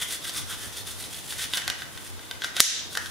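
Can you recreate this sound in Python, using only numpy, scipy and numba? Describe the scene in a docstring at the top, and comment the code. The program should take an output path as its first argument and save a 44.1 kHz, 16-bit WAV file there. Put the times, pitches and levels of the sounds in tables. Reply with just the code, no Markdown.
"""A toothbrush scrubs a wet pistol frame, about eight strokes a second, over a bench in a small room.
Bristles flick off the edges, hissing and ringing the hollow frame. The frame knocks as it is turned
in the hand, then a metal part snaps sharply. The snap overloads the input: a limiter ducks and lets
the room's ring swell back. Underneath sit room tone, a wavering hum and soft thuds of hands on the bench."""
import sys
import numpy as np
from scipy import signal
from scipy.fft import rfft, irfft, next_fast_len
from scipy.io import wavfile
from scipy.ndimage import uniform_filter1d
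from numba import njit

SR = 44100
rng = np.random.default_rng(int(sys.argv[2]) if len(sys.argv) > 2 else 0)


def master_out(mix):
    """Clip the mix to full scale and print it as 16-bit PCM to the path in sys.argv[1]."""
    frames = np.transpose(np.atleast_2d(mix))
    ceiling = np.clip(frames, -1, 1)
    pcm = np.round(ceiling * 32767).astype(np.int16)
    wavfile.write(sys.argv[1], SR, pcm)


N = 136710
TIME = np.arange(N) / SR
HIT_GAIN = np.sqrt(.005 * SR)  # gives a hit of energy 1 the energy of 5 ms at rms 1


def undb(db):
    """Decibels to gain."""
    return 10 ** (np.asarray(db) / 20)


def unit_rms(x):
    """Scale to rms 1."""
    return x / np.sqrt(np.mean(x ** 2))


def unit_energy(x):
    """Scale to energy 1."""
    return x / np.sqrt(np.sum(x ** 2))


def on_log(hz, points):
    """Read a curve on a log-frequency axis."""
    freqs, values = np.array(points, float).T
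    return np.interp(np.log(np.maximum(hz, 1)), np.log(freqs), values)


def colour(x, eq):
    """Minimum-phase EQ: nothing rings ahead of a transient."""
    n = 2 * next_fast_len(len(x))
    cepstrum = irfft(on_log(np.fft.rfftfreq(n, 1 / SR), eq) * np.log(10) / 20)
    cepstrum[1:n // 2] *= 2
    cepstrum[n // 2 + 1:] = 0
    return irfft(rfft(x, n) * np.exp(rfft(cepstrum)))[:len(x)]


def noise(eq):
    """Steady coloured noise of rms 1."""
    return unit_rms(colour(rng.standard_normal(N), eq))


def wander(per_s):
    """Smooth random drift of rms 1."""
    hold = max(int(SR / per_s), 1)
    steps = np.repeat(rng.standard_normal(N)[:N // hold + 1], hold)
    return unit_rms(uniform_filter1d(steps, hold)[:N])


def add(out, at, x):
    """Mix a sound in at a time in seconds."""
    i = int(at * SR)
    out[i:i + len(x)] += x[:N - i]


# Room tone common to both channels (frequency [Hz], level [dB])
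TONE_MID_EQ = [(25, -24), (60, -2), (130, -1.5), (300, -1), (600, -4.5), (1200, -6.5), (3000, -14.5),
               (7000, -17), (15500, -21.5)]
# Room tone opposed between the channels, for width (frequency [Hz], level [dB])
TONE_SIDE_EQ = [(25, -15), (45, 4), (65, 6), (85, 11), (105, 2), (135, 5), (190, -11.5), (400, -7),
                (1200, -11.5), (3000, -14.5), (15500, -17)]


def room_tone(hum_hz=86, waver_db=12):
    """A steady bed of air, with a wavering hum opposed between left and right."""
    mid = undb(-47.5) * noise(TONE_MID_EQ)
    side = undb(-43.5) * noise(TONE_SIDE_EQ)
    hum = np.sin(2 * np.pi * hum_hz * TIME + .5 * wander(6.4))
    side += undb(-48.5) * unit_rms(hum * undb(waver_db * wander(12)))
    return np.array([mid + side, mid - undb(-1.5) * side])


# Cues for the bench thuds (time [s], half-width [s], level [dB])
THUD_CUES = [(0.405, 0.058, -43.5), (0.535, 0.031, -47.5), (0.664, 0.042, -46.5), (0.854, 0.053, -51.5),
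             (1.057, 0.076, -48), (1.392, 0.11, -49.5), (1.59, 0.028, -57), (1.694, 0.052, -47),
             (1.848, 0.069, -56)]
# Their dull, bassy tone (frequency [Hz], level [dB])
THUD_EQ = [(30, -16), (60, -10), (88, 2.5), (135, -4.5), (190, -14.5), (300, -9), (500, -23), (1200, -42)]


def bench_thuds(side_db=4.5):
    """Hands and forearms bump the bench: soft, wide swells of low noise."""
    envelope = sum(undb(db) * np.exp(-((TIME - at) / width) ** 2) for at, width, db in THUD_CUES)
    mid, side = noise(THUD_EQ), undb(side_db) * noise(THUD_EQ)
    return envelope * np.array([mid + side, mid - side]) / np.sqrt(2)


# Reverb time of the small room (frequency [Hz], t60 [s])
REVERB_DECAY = [(200, 0.18), (1500, 0.54), (3500, 0.62), (6000, 0.47), (10000, 0.31), (15000, 0.22)]


def reverb(send, build_s=.0013):
    """One channel of diffuse reflections; the upper mids outlast the bass and the top."""
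    t = np.arange(SR) / SR
    hz, spectrum = np.fft.rfftfreq(SR, 1 / SR), rfft(rng.standard_normal(SR))
    tail = 0
    for band, t60 in REVERB_DECAY:
        share = on_log(hz, [(f, f == band) for f, _ in REVERB_DECAY])
        tail += irfft(spectrum * share, SR) * np.exp(-np.log(1000) * t / t60)
    tail *= 1 - np.exp(-t / build_s)
    return signal.fftconvolve(send, unit_energy(tail))[:N]


def transient(decay_s, eq, rise_s=.00064):
    """The crack of a hard contact: a noise burst of energy 1."""
    t = np.arange(SR // 8) / SR
    envelope = np.exp(-t / decay_s) * (1 - np.exp(-t / rise_s))
    burst = rng.standard_normal(len(t)) * envelope
    for _ in range(6):  # flatten the spectrum, then restore the envelope
        burst = irfft(np.exp(1j * np.angle(rfft(burst))), len(t))
        local_rms = np.sqrt(np.abs(uniform_filter1d(burst ** 2, size=24)) + 1e-12)
        burst *= envelope / local_rms
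    return unit_energy(colour(burst, eq))


# Bright, metallic tone of the snap (frequency [Hz], level [dB])
SNAP_EQ = [(100, -10), (500, -10.5), (1000, -17), (1600, -8.5), (2600, -8.5), (3650, 1), (4400, -3.5),
           (6400, 0.5), (7800, -3), (11000, -1), (15500, -14.5)]
# Early reflections off the bench and nearby things (delay [s], level [dB])
SNAP_ECHOES = [(.005, -18), (.011, -31)]


def snap(at=2.6035, level_db=8.5):
    """A metal part strikes home, far louder than all else; nearby surfaces throw it back."""
    out = np.zeros(N)
    crack = undb(level_db) * HIT_GAIN * transient(decay_s=.00084, eq=SNAP_EQ)
    add(out, at, crack)
    for delay, db in SNAP_ECHOES:
        add(out, at + delay, undb(db) * crack)
    return out


def partial(hz, t60, detune_span=.025, scatter_db=3):
    """One fading mode of the frame; grip and point of contact vary its pitch and strength."""
    t = np.arange(SR // 8) / SR
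    detune, strength = rng.uniform(-1.11, 1, 2)
    wave = np.sin(2 * np.pi * (hz * (1 + detune_span * detune) * t + rng.random()))
    return undb(scatter_db * strength) * unit_energy(wave * np.exp(-np.log(1000) * t / t60))


# Modes of the hand-held frame (frequency [Hz], brushed level [dB], knocked level [dB], knocked t60 [s])
FRAME_MODES = [(1470, -4.5, -6.5, 0.023), (1601, -10, -6.5, 0.038), (1904, -5.5, -8.5, .025),
               (2660, -31.5, -16, 0.0041), (2997, -12.5, -5.5, 0.033), (3170, -8, -7, 0.06),
               (3460, -0.5, -3.5, 0.02), (3680, -1, -3.5, 0.019), (4720, -12, -10.5, 0.0077),
               (6300, -4, -18, 0.0036)]


def knocked_ring(low_db, low_below_hz=2400):
    """The hollow frame rings after a blow; low_db weights its low modes."""
    return sum(undb(db + low_db * (hz < low_below_hz)) * partial(hz, t60)
               for hz, _, db, t60 in FRAME_MODES)


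def brushed_ring(t60_share=.43):
    """The frame's ring after one flick, damped by the bristles pressed on it."""
    return unit_energy(sum(undb(db) * partial(hz, t60 * t60_share) for hz, db, _, t60 in FRAME_MODES))


# Cues for the knocks (time [s], level [dB], low-mode trim [dB], crack and scuff trim [dB])
KNOCK_CUES = [(0.015, -33, -18, -1), (0.029, -35, -9, -18), (0.108, -34, -1, -6), (.252, -30, -1, -11),
              (.294, -29, -19, 0.5), (.526, -30, -17, -5), (1.04, -30.5, -19, -13), (1.145, -35.5, -23, -3),
              (1.307, -27.5, -20, -11), (1.324, -31, 3, -8), (1.394, -27.5, 3.5, -7),
              (1.441, -26, -25, -12), (1.536, -16.5, -7.5, -10.5), (1.545, -24, -5.5, -17),
              (1.572, -18.5, -3.5, -2), (1.5784, -21.5, 0, -8), (1.583, -27, 2, -19), (1.619, -31, 6, -5),
              (1.678, -22, 6, 2.5), (1.7, -22, 1.5, 0.5), (1.82, -29.5, 5.5, -7.5), (1.975, -31, 0.5, -5),
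              (2.193, -38, 6, -9), (2.311, -25.5, 1, -5), (2.42, -24.5, 1.5, -12.5), (2.438, -25.5, 2, -14),
              (2.444, -28, 10.5, 3.5), (2.566, -30, -5, 8), (2.581, -30.5, 6, -4), (2.5975, -28.5, 3, 9),
              (2.6005, -22, 7.5, 3.5), (2.952, -31, 8.5, 3), (2.9724, -27.5, 12.5, 7), (3.059, -39, 8, 6)]
# Bite of the crack and scuff (frequency [Hz], level [dB])
CRACK_EQ = [(80, -19), (300, -8), (700, -0.5), (1400, -4), (2400, -3), (3600, 8.5), (5500, 1.5),
            (8000, -3.5), (10500, -3.5), (15500, -16.5)]


def knocks(scuff_s=.003, scuff_db=-14):
    """Brush head and fingers hit the frame: a crack and a ring, with a brief rub around each contact."""
    hits, scuff = np.zeros(N), 0
    for at, db, low_db, crack_db in KNOCK_CUES:
        ring = undb(-8) * knocked_ring(low_db)
        crack = undb(crack_db - 3.5) * transient(decay_s=.0021, eq=CRACK_EQ)
        add(hits, at, undb(db) * HIT_GAIN * (ring + crack))
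        scuff += undb(db + crack_db + scuff_db) * np.exp(-np.abs(TIME - at) / scuff_s)
    return hits + scuff * noise(CRACK_EQ)


def bristles(flicks_per_s=9000, spread_db=2, judder_db=1.96, judder_per_s=130):
    """A fine grain of bristle flicks of uneven size, roughened by the judder of the tufts."""
    flicks = (rng.random(N) < flicks_per_s / SR) * rng.choice([-1, 1], N)
    sizes = undb(spread_db * np.minimum(rng.exponential(size=N), 5))
    judder = undb(judder_db * wander(judder_per_s))
    return unit_rms(flicks * sizes * judder)


# Cues for the strokes (time of fastest travel [s], rise [s], fall [s], level [dB], ring trim [dB])
STROKE_CUES = [(0.022, 0.029, 0.031, -35, 3), (.128, 0.038, 0.04, -31, -5), (0.276, 0.047, 0.037, -35, 0),
               (0.366, 0.03, 0.051, -32.5, -1), (.517, .04, 0.041, -37, 1.5),
               (.635, 0.064, 0.048, -38.5, -2), (.782, 0.065, 0.038, -39.5, 0.5),
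               (.888, .03, 0.056, -37, -3), (1.04, 0.073, 0.035, -38.5, -6),
               (1.152, 0.058, 0.061, -39.5, -5.5), (1.31, 0.058, 0.048, -36.5, -4),
               (1.424, 0.047, 0.033, -32, -1.5), (1.56, 0.045, 0.038, -32.5, 0),
               (1.645, 0.025, 0.071, -48.5, 5), (1.8, 0.057, 0.092, -50, 5.5),
               (1.96, 0.086, 0.11, -49.5, 1), (2.07, 0.057, 0.04, -42.5, -7), (2.28, 0.13, 0.1, -52, 3.5),
               (2.439, 0.032, 0.048, -45.5, 8.5), (2.588, 0.033, 0.01, -38, 8.5),
               (2.95, 0.045, 0.037, -43, 0.5), (3.05, 0.069, 0.081, -46, 0.5)]
# Bright hiss of the bristles (frequency [Hz], level [dB])
HISS_EQ = [(100, -13.5), (500, -12.5), (1100, -16), (2500, -2), (4500, -0.5), (6200, -2), (7600, -2),
           (9300, 2.5), (11000, 0.5), (12300, -7), (15500, -6.5)]


def toothbrush(resting_db=-57, ring_db=-1, low_cut_hz=1230):
    """Each stroke swells and fades with brush speed; the flicks hiss and set the frame ringing."""
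    flicks = bristles()
    kicks = flicks * rng.choice([-1, 1], N)  # fresh signs decorrelate the ring from the hiss
    hiss_power, ring = undb(resting_db) ** 2, 0
    for at, rise, fall, db, trim_db in STROKE_CUES:
        width = np.where(TIME < at, rise, fall)
        swell = undb(db) * np.exp(-((TIME - at) / width) ** 2)
        hiss_power += swell ** 2
        ring += signal.fftconvolve(kicks * swell * undb(trim_db), brushed_ring())[:N]
    hiss = unit_rms(colour(flicks, HISS_EQ)) * np.sqrt(hiss_power)
    # the small frame radiates little low end
    low_cut = signal.butter(2, low_cut_hz, "highpass", fs=SR, output="sos")
    return hiss + undb(ring_db) * signal.sosfilt(low_cut, ring)


# Reverb send of the knocks (frequency [Hz], gain [dB])
KNOCK_SEND_EQ = [(300, -2.5), (1600, -1.5), (2500, 1.5), (3600, -10.5), (6000, -2.5), (12000, -7)]
# Reverb send of the snap (frequency [Hz], gain [dB])
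SNAP_SEND_EQ = [(200, -26), (600, -19.5), (1500, -7.5), (3500, -10), (5000, -8.5), (6100, -6.5),
                (8000, -10), (11000, -13), (15000, -14)]


def scene(brush_send_db=-4, reverb_side_db=-2.5):
    """Brush, knocks and snap dead centre, with the room spread around them."""
    scrub, taps, click = toothbrush(), knocks(), snap()
    send = undb(brush_send_db) * scrub + colour(taps, KNOCK_SEND_EQ) + colour(click, SNAP_SEND_EQ)
    mid, side = reverb(send), undb(reverb_side_db) * reverb(send)
    room = np.array([mid + side, mid - side]) / np.sqrt(2)
    return scrub + taps + click + room + bench_thuds() + room_tone()


@njit
def duck(over_db, attack_s, release_db_per_s):
    """Gain reduction in dB: rises quickly to the overshoot, falls back at a steady rate."""
    attack = 1 - np.exp(-1 / (attack_s * SR))
    out, cut = np.empty(len(over_db)), 0.
    for i, over in enumerate(over_db):
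        if over > cut:
            cut += (over - cut) * attack
        else:
            cut = max(cut - release_db_per_s / SR, 0.)
        out[i] = cut
    return out


def record(dry, threshold_db=-2, skew=.13, high_cut_hz=15450):
    """A limiter ducks on the snap, whose first instant clips unevenly; the very top is cut."""
    over_db = 20 * np.log10(np.abs(dry).max(axis=0) + 1e-9) - threshold_db
    limited = dry * undb(-duck(over_db, attack_s=.00045, release_db_per_s=71.5))
    # overload bends one half-wave more than the other, adding a low thump
    overload = np.maximum(np.abs(limited) - 1, 0)
    thump = skew * uniform_filter1d(overload, size=40, axis=1)
    high_cut = signal.ellip(8, .2, 70, high_cut_hz, fs=SR, output="sos")
    return signal.sosfilt(high_cut, np.clip(limited - thump, -1, 1))


dry = scene()
out = record(dry)
master_out(out)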